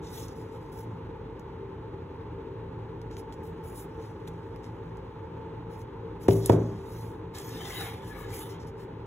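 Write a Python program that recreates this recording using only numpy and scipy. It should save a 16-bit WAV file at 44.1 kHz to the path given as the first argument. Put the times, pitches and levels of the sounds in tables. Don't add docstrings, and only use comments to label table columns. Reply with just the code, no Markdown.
import sys
import numpy as np
from scipy import signal
from scipy.fft import rfft, irfft, next_fast_len
from scipy.io import wavfile
from scipy.ndimage import uniform_filter1d

SR = 44100
rng = np.random.default_rng(int(sys.argv[2]) if len(sys.argv) > 2 else 0)


def materialize(psi):
    bounded = np.clip(np.atleast_2d(psi).T, -1, 1)
    quanta = np.round(bounded * 32767).astype(np.int16)
    wavfile.write(sys.argv[1], SR, quanta)


N = 399546


def amp(db):
    return 10 ** (np.asarray(db) / 20)


def evened(x):
    return x / np.sqrt(np.mean(x ** 2) + 1e-20)


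def noise(*shape):
    return rng.standard_normal(shape)


def read(points, hz):
    f, value = np.transpose(points)
    return np.interp(np.log(hz + 1), np.log(f + 1), value)


def add(mix, s, sound):
    part = mix[:, round(s * SR):][:, :sound.shape[1]]
    part += sound[:, :part.shape[1]]


def colour(x, gain):
    size = next_fast_len(x.shape[-1] + 4096)
    spectrum = rfft(x, size) * gain(np.fft.rfftfreq(size, 1 / SR))
    return irfft(spectrum, size)[..., :x.shape[-1]]


def hump(hz, centre_hz, width):
    return 1 / np.sqrt(1 + (2 * (hz - centre_hz) / width) ** 2)


def slope(hz, lo_hz, hi_hz):
    return 1 / np.sqrt((1 + (lo_hz / (hz + 1)) ** 8) * (1 + (hz / hi_hz) ** 8))


# f/Hz, relative level/dB
FAN_WASH = [(25, -17.5), (45, -11), (90, 7), (200, -4), (330, -0.5), (480, -3.5), (700, -21), (870, -3),
            (1150, -14), (2200, -25), (4200, -34.5), (5300, -46), (6000, -50), (9000, -72.5), (16000, -57)]
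# f/Hz, level after a blow/dB, t60/s, relative level in the hum/dB
TABLE_MODES = [(51.1, -27, 1, -55), (82, -15.5, 0.16, -54), (110.6, -15.5, 1.1, -54),
               (112.4, -16.5, 1.27, -54), (165.9, -12.5, 0.56, -51.5), (263.6, -14.5, 0.33, -62.5),
               (312.6, -17.5, 0.7, -58), (390.6, -5.5, 0.54, -52.5), (446, -12, 0.32, -51),
               (456.5, -28, 0.64, -54), (517, -23.5, 0.66, -61.5), (673, -23, 0.28, -71.5),
               (887, -22, 0.19, -56.5)]
WASH_DB = -43.5


def hum():
    wash = amp(WASH_DB) * evened(colour(noise(2, N), lambda f: amp(read(FAN_WASH, f))))

    def mode_gain(f):
        power = 0
        for hz, _, t60, db in TABLE_MODES:
            power = power + amp(2 * db) / (np.pi * 1.1 / t60) * hump(f, hz, 2.47 + 1.5 / t60) ** 2
        return np.sqrt(power * SR / 2)

    modes = colour(noise(2, N), mode_gain)
    air_flow = evened(colour(noise(N), lambda f: slope(f, .5, 23)))
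    return amp(0.7 * air_flow) * (wash + modes)


def swell(rise, fall):
    up = np.arange(0, 1, 1 / (rise * SR))
    down = np.arange(1, 0, -1 / (max(fall, .005) * SR))
    return abs(np.sin(np.pi / 2 * np.r_[up, down])) ** 4.9


# start t/s, length t/s, scuff level/dB, skin hiss above scuff/dB
FINGER_STROKES = [(0, .15, -59, -10), (0, 1.28, -73.5, -7), (0.065, 0.24, -55, 3.5), (.18, 0.12, -55.5, -5),
                  (0.741, 0.13, -64.5, 5), (2.3, 3.9, -78.5, -6), (3.719, 0.16, -61.5, 12.5),
                  (3.952, 0.22, -66.5, -7), (5.678, 0.14, -67, -3), (5.763, 0.092, -70, 4),
                  (6.187, 0.11, -61.5, 2), (6.37, 0.21, -52, -3), (6.76, 0.49, -64, 4),
                  (8.755, 0.13, -65.5, -2.5)]
# start t/s, length t/s, scuff level/dB, skin hiss above scuff/dB
FINGER_GRABS = [(0.268, 0.13, -64.5, -7), (0.345, 0.18, -69, 2), (0.51, 0.12, -72, -1),
                (0.712, 0.096, -68, 5), (3.1, 0.13, -66, -21), (3.17, 0.062, -61, 0),
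                (3.315, 0.042, -64, -5), (3.423, 0.13, -74, 9.5), (3.629, 0.22, -69, 11),
                (4.265, 0.032, -59.5, 0), (4.625, 0.098, -65, -12), (6.288, 0.18, -51.5, 5),
                (6.504, 0.1, -53.5, -4), (6.548, 0.7, -65.5, -8), (8.587, 0.11, -62.5, -15),
                (8.658, 0.065, -63, -5)]
# t/s, scuff level/dB, skin hiss above scuff/dB, dull body level/dB
TABLE_SCRAPES = [
    [(7.325, -96, 0, -74), (7.35, -49.5, -9, -49.5), (7.392, -56, 0, -49), (7.44, -58, -1, -57),
     (7.602, -57, -2, -48.5), (7.7, -48, -4.5, -44.5), (7.775, -56, 10.5, -43.5),
     (7.858, -57.5, 9.5, -41.5), (8.0, -68, -1, -54.5)],
    [(8.0, -73, -1, -55), (8.1, -60.5, 4.5, -63), (8.13, -70, 3, -55), (8.2, -65.5, 14, -55),
     (8.274, -66, -5, -54), (8.344, -53, 6, -50.5), (8.42, -59, 13.5, -51.5), (8.485, -68.5, 9, -57),
     (8.51, -56, 0, -52.5), (8.59, -82, -8, -61)],
]
STROKE_RISE, GRAB_RISE_S = 0.42, 0.016
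BODY_DB = -1


def pressure():
    power = np.zeros((3, N))
    touches = [(row, STROKE_RISE * row[1]) for row in FINGER_STROKES]
    touches += [(row, GRAB_RISE_S) for row in FINGER_GRABS]
    for (s, length, db, skin_db), rise in touches:
        levels = amp([[db], [db + BODY_DB], [db + skin_db]])
        add(power, s, levels ** 2 * swell(rise, length - rise))
    for rows in TABLE_SCRAPES:
        s, db, skin_db, body_db = np.transpose(rows)
        t = np.arange(s[0], s[-1], 1 / SR)
        levels = amp([np.interp(t, s, level) for level in (db, body_db, db + skin_db)])
        add(power, s[0], levels ** 2)
    return power


# f/Hz, width f/Hz, relative level/dB
CARD_BODY = [(816, 76, 11.5), (1160, 72, 3.5), (1706, 34, 0), (2040, 140, 2), (3240, 250, -1.5),
             (3850, 350, 5)]


def rubbing():
    grip = evened(uniform_filter1d(noise(N), size=300))
    grains = noise(2, N) * amp(1.4 * grip + 0.68 * rng.exponential(1, N))
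    z = signal.stft(grains, SR, nperseg=512)[2]
    patches = uniform_filter1d(noise(*z.shape[1:]), size=2, axis=0)
    patches = evened(uniform_filter1d(patches, size=12, axis=1))
    grains = signal.istft(z * amp(3.5 * patches), SR, nperseg=512)[1][:, :N]

    def body_gain(f):
        resonances = sum(amp(db) * hump(f, hz, width) for hz, width, db in CARD_BODY)
        return slope(f, 490, 3200) * (0.073 + resonances)

    scuff = colour(grains, lambda f: slope(f, 4150, 7400) * (1 + 0.8 * hump(f, 5600, 900)))
    body = colour(grains, body_gain)
    skin = colour(grains, lambda f: slope(f, 9100, 19000) * (1 + .5 * hump(f, 10400, 1600)))
    return sum(np.sqrt(power) * evened(layer) for power, layer in zip(pressure(), (scuff, body, skin)))


ROOM_DB, ROOM_T60 = -10.5, 0.082


def room(x):
    t = np.arange(SR // 2) / SR
    tail = noise(len(t)) * amp(-60 * t / ROOM_T60) * (t > .004)
    return x + amp(ROOM_DB) * signal.oaconvolve(x, tail[None] / np.linalg.norm(tail))[:, :N]


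# t/s, snap level/dB, centre f/Hz, level of the duller tap/dB
CONTACT_TICKS = [(0.2827, -40, 5920, -55), (1.395, -47, 6100, -64), (3.016, -48, 6100, -47),
                 (3.113, -54, 5700, -40), (3.1282, -58, 5800, -50), (3.168, -43, 6000, -37),
                 (3.325, -47, 6300, -42), (3.339, -52, 6200, -46), (4.277, -62, 6460, -38),
                 (4.561, -54, 11000, -47), (4.643, -54, 6660, -40.5), (4.9704, -52.5, 6300, -50),
                 (5.7927, -52, 10100, -62), (5.8157, -47, 6140, -56), (6.31, -35.5, 6500, -25.5),
                 (6.4595, -17.5, 9900, -42), (6.522, -38, 6540, -31), (7.3845, -30, 7300, -42),
                 (7.3984, -36, 7030, -48), (7.492, -40, 7680, -50), (7.72, -39, 6800, -48)]
TAP_LO_HZ, TAP_HI_HZ, TAP_T60 = 1000, 4540, 0.0043


def tick(db, hz, tap_db):
    t = np.arange(2000) / SR
    burst = noise(2, len(t)) * amp(-60 * t / 0.017) * (1 - np.exp(-t / 0.00021))
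    burst = colour(burst, lambda f: slope(f, 0.49 * hz, 19000) * (0.18 + hump(f, hz, 1900)))
    tap = noise(2, len(t)) * amp(-60 * t / TAP_T60)
    tap = colour(tap, lambda f: slope(f, TAP_LO_HZ, TAP_HI_HZ))
    return amp(db) * burst / np.max(abs(burst[0])) + amp(tap_db) * tap / np.max(abs(tap[0]))


# t/s, blow level/dB, contact time t/s, edge crack level/dB,
# share passed to the table/dB, diffuse tail level/dB, settling time t/s
BOX_KNOCKS = [(6.282, -9.5, 0.0012, -17, 0, -19, .001), (6.4935, -8.5, 0.00047, -19, -0.5, -17, .0017),
              (6.527, -15.5, 0.0035, -29, -13, -10, .001)]
# f/Hz, relative level/dB, t60/s
BOX_MODES = [(362.5, 5.5, 0.039), (480, 10, 0.017), (654, 0.5, 0.024), (930, 2, 0.023), (1340, -13, 0.0196),
             (1780, -20, 0.036), (100.4, -10.5, 0.35)]
# f/Hz, relative level/dB
ECHO_SPECTRUM = [(60, -13), (120, -1), (400, 6.5), (650, 0), (900, -8.5), (2000, -23), (4000, -32),
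                 (9000, -56)]
# f/Hz, t60/s
ECHO_DECAY = [(100, 0.99), (400, 0.49), (1000, 0.62)]


def knock(db, contact, crack_db, table_db, echo_db, settle):
    t = np.arange(SR) / SR
    bump = np.sin(np.pi * np.arange(0, contact, 1 / SR) / contact) ** 2
    push = np.r_[np.zeros(round(.0025 * SR)), bump]

    land = 1 - np.exp(-(t / settle) ** 2)
    rings = [land * amp(g - 60 * t / t60) * np.sin(2 * np.pi * hz * t) for hz, g, t60 in BOX_MODES]
    spot = rng.uniform(-3.5, 1, (len(TABLE_MODES), 2))
    for (hz, g, t60, _), (uneven_db, turn) in zip(TABLE_MODES, spot):
        build = 1 - np.exp(-t * hz / 0.37)
        decay = amp(g + table_db + uneven_db - 60 * t / t60)
        rings.append(build * decay * np.sin(2 * np.pi * hz * t + 0.19 * turn))
    sides = np.array([np.ones(len(rings)), np.resize([.8, -.8], len(rings))])

    hz, frames, z = signal.stft(noise(2, SR), SR, nperseg=512)
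    z = z * amp(read(ECHO_SPECTRUM, hz)[:, None] - 60 * frames / read(ECHO_DECAY, hz)[:, None])
    echo = signal.istft(z, SR, nperseg=512)[1][:, :SR]
    rise = 1 - np.exp(-t / 0.0019)
    echo = amp(echo_db) * rise * echo / np.sqrt(np.mean(echo[:, :4000] ** 2))

    struck = signal.oaconvolve(sides @ rings + echo, push[None] / push.sum())[:, :SR]
    crack = noise(2, SR) * amp(crack_db - 60 * t / 0.045) * (1 - np.exp(-t / .002))
    crack = colour(crack, lambda f: slope(f, 700, 17600) * (0.11 + hump(f, 1300, 1900)))
    return crack - amp(db) * struck


# start t/s, length t/s, first f/Hz, last f/Hz, relative level/dB
SCRAPE_SINGS = [(7.335, 0.21, 14150, 14000, -57), (7.504, 0.16, 14100, 15000, -61),
                (7.68, .22, 15200, 14800, -57), (7.532, 0.42, 1748, 2260, -53.5),
                (7.56, 0.25, 3510, 3550, -56), (7.723, 0.074, 3100, 3030, -49),
                (7.728, 0.12, 3840, 3950, -45.5), (7.742, 0.12, 762, 810, -51),
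                (8.033, 0.29, 1707, 1690, -53.5), (8.118, 0.13, 2260, 2200, -56),
                (8.156, 0.09, 1162, 1134, -49)]
SING_EDGE_DB, SING_WIDTH_HZ = -7.5, 44


def sing(s, length, first_hz, last_hz, db):
    u = np.arange(0, 1, 1 / (length * SR))
    plucks = noise(2, len(u)) * amp(1.4 * rng.exponential(1, len(u)))
    plucks = plucks * amp(3.0 * evened(uniform_filter1d(noise(len(u)), size=900)))
    pole = np.exp(-np.pi * SING_WIDTH_HZ / SR)
    slow = signal.lfilter([1], [1, -pole], plucks[0] + 1j * plucks[1])
    cycles = np.cumsum(first_hz + (last_hz - first_hz) * u) / SR
    ring = (slow * np.exp(2j * np.pi * cycles)).real
    arch = amp(db + SING_EDGE_DB * (2 * u - 1) ** 2)
    return s, np.tile(arch * evened(ring), (2, 1))


# t/s, f/Hz, relative level/dB
SCRAPE_CATCHES = [(7.616, 1770, -40), (7.654, 3600, -39), (7.706, 2100, -35), (7.805, 787, -34),
                  (8.333, 2300, -39)]
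CATCH_CYCLES = 55


def catch(s, hz, db):
    cycles = np.arange(SR // 10) * hz / SR
    decay = (1 - np.exp(-cycles / 3.5)) * amp(db - 60 * cycles / CATCH_CYCLES)
    return s, np.tile(2 * decay * np.sin(2 * np.pi * cycles), (2, 1))


# f/Hz, likeness (0 to 1)
STEREO_LIKENESS = [(100, .998), (300, .97), (520, .82), (700, .5), (1200, .7), (2300, .52), (3500, .72),
                   (4500, .94)]


def scene():
    hands = rubbing()
    for s, *row in CONTACT_TICKS:
        add(hands, s, tick(*row))
    for row in SCRAPE_SINGS:
        add(hands, *sing(*row))
    for row in SCRAPE_CATCHES:
        add(hands, *catch(*row))
    paths = hum() + room(hands)
    for s, *row in BOX_KNOCKS:
        add(paths, s, knock(*row))
    same = lambda f: np.clip(read(STEREO_LIKENESS, f), 0, 1)
    shared = colour(paths[0], lambda f: np.sqrt((1 + same(f)) / 2))
    apart = colour(paths[1], lambda f: np.sqrt((1 - same(f)) / 2))
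    return np.array([shared + apart, shared - apart])


# f/Hz, left minus right/dB
STEREO_LEAN = [(160, 0), (350, 1.5), (500, 1.5), (750, -2), (1200, -.5), (3000, 0)]
# f/Hz, left ahead of right/rad
STEREO_LEAD = [(0, 0), (400, -.1), (600, -.6), (950, 0), (2000, .6), (3500, 1.3), (4600, 3.14),
               (17500, 22.0)]
BASS_HZ, EDGE_HZ = 45, 15750


def record(dry):
    def half(f):
        phase = np.interp(f, *np.transpose(STEREO_LEAD))
        return amp(read(STEREO_LEAN, f) / 2) * np.exp(.5j * phase)

    pair = np.array([colour(dry[0], half), colour(dry[1], lambda f: 1 / half(f))])
    pair = signal.sosfilt(signal.butter(3, BASS_HZ, "high", fs=SR, output="sos"), pair)
    band_limit = signal.firwin(511, EDGE_HZ, window=("kaiser", 9), fs=SR)
    return signal.oaconvolve(pair, band_limit[None], "same")


dry = scene()
out = record(dry)
materialize(out)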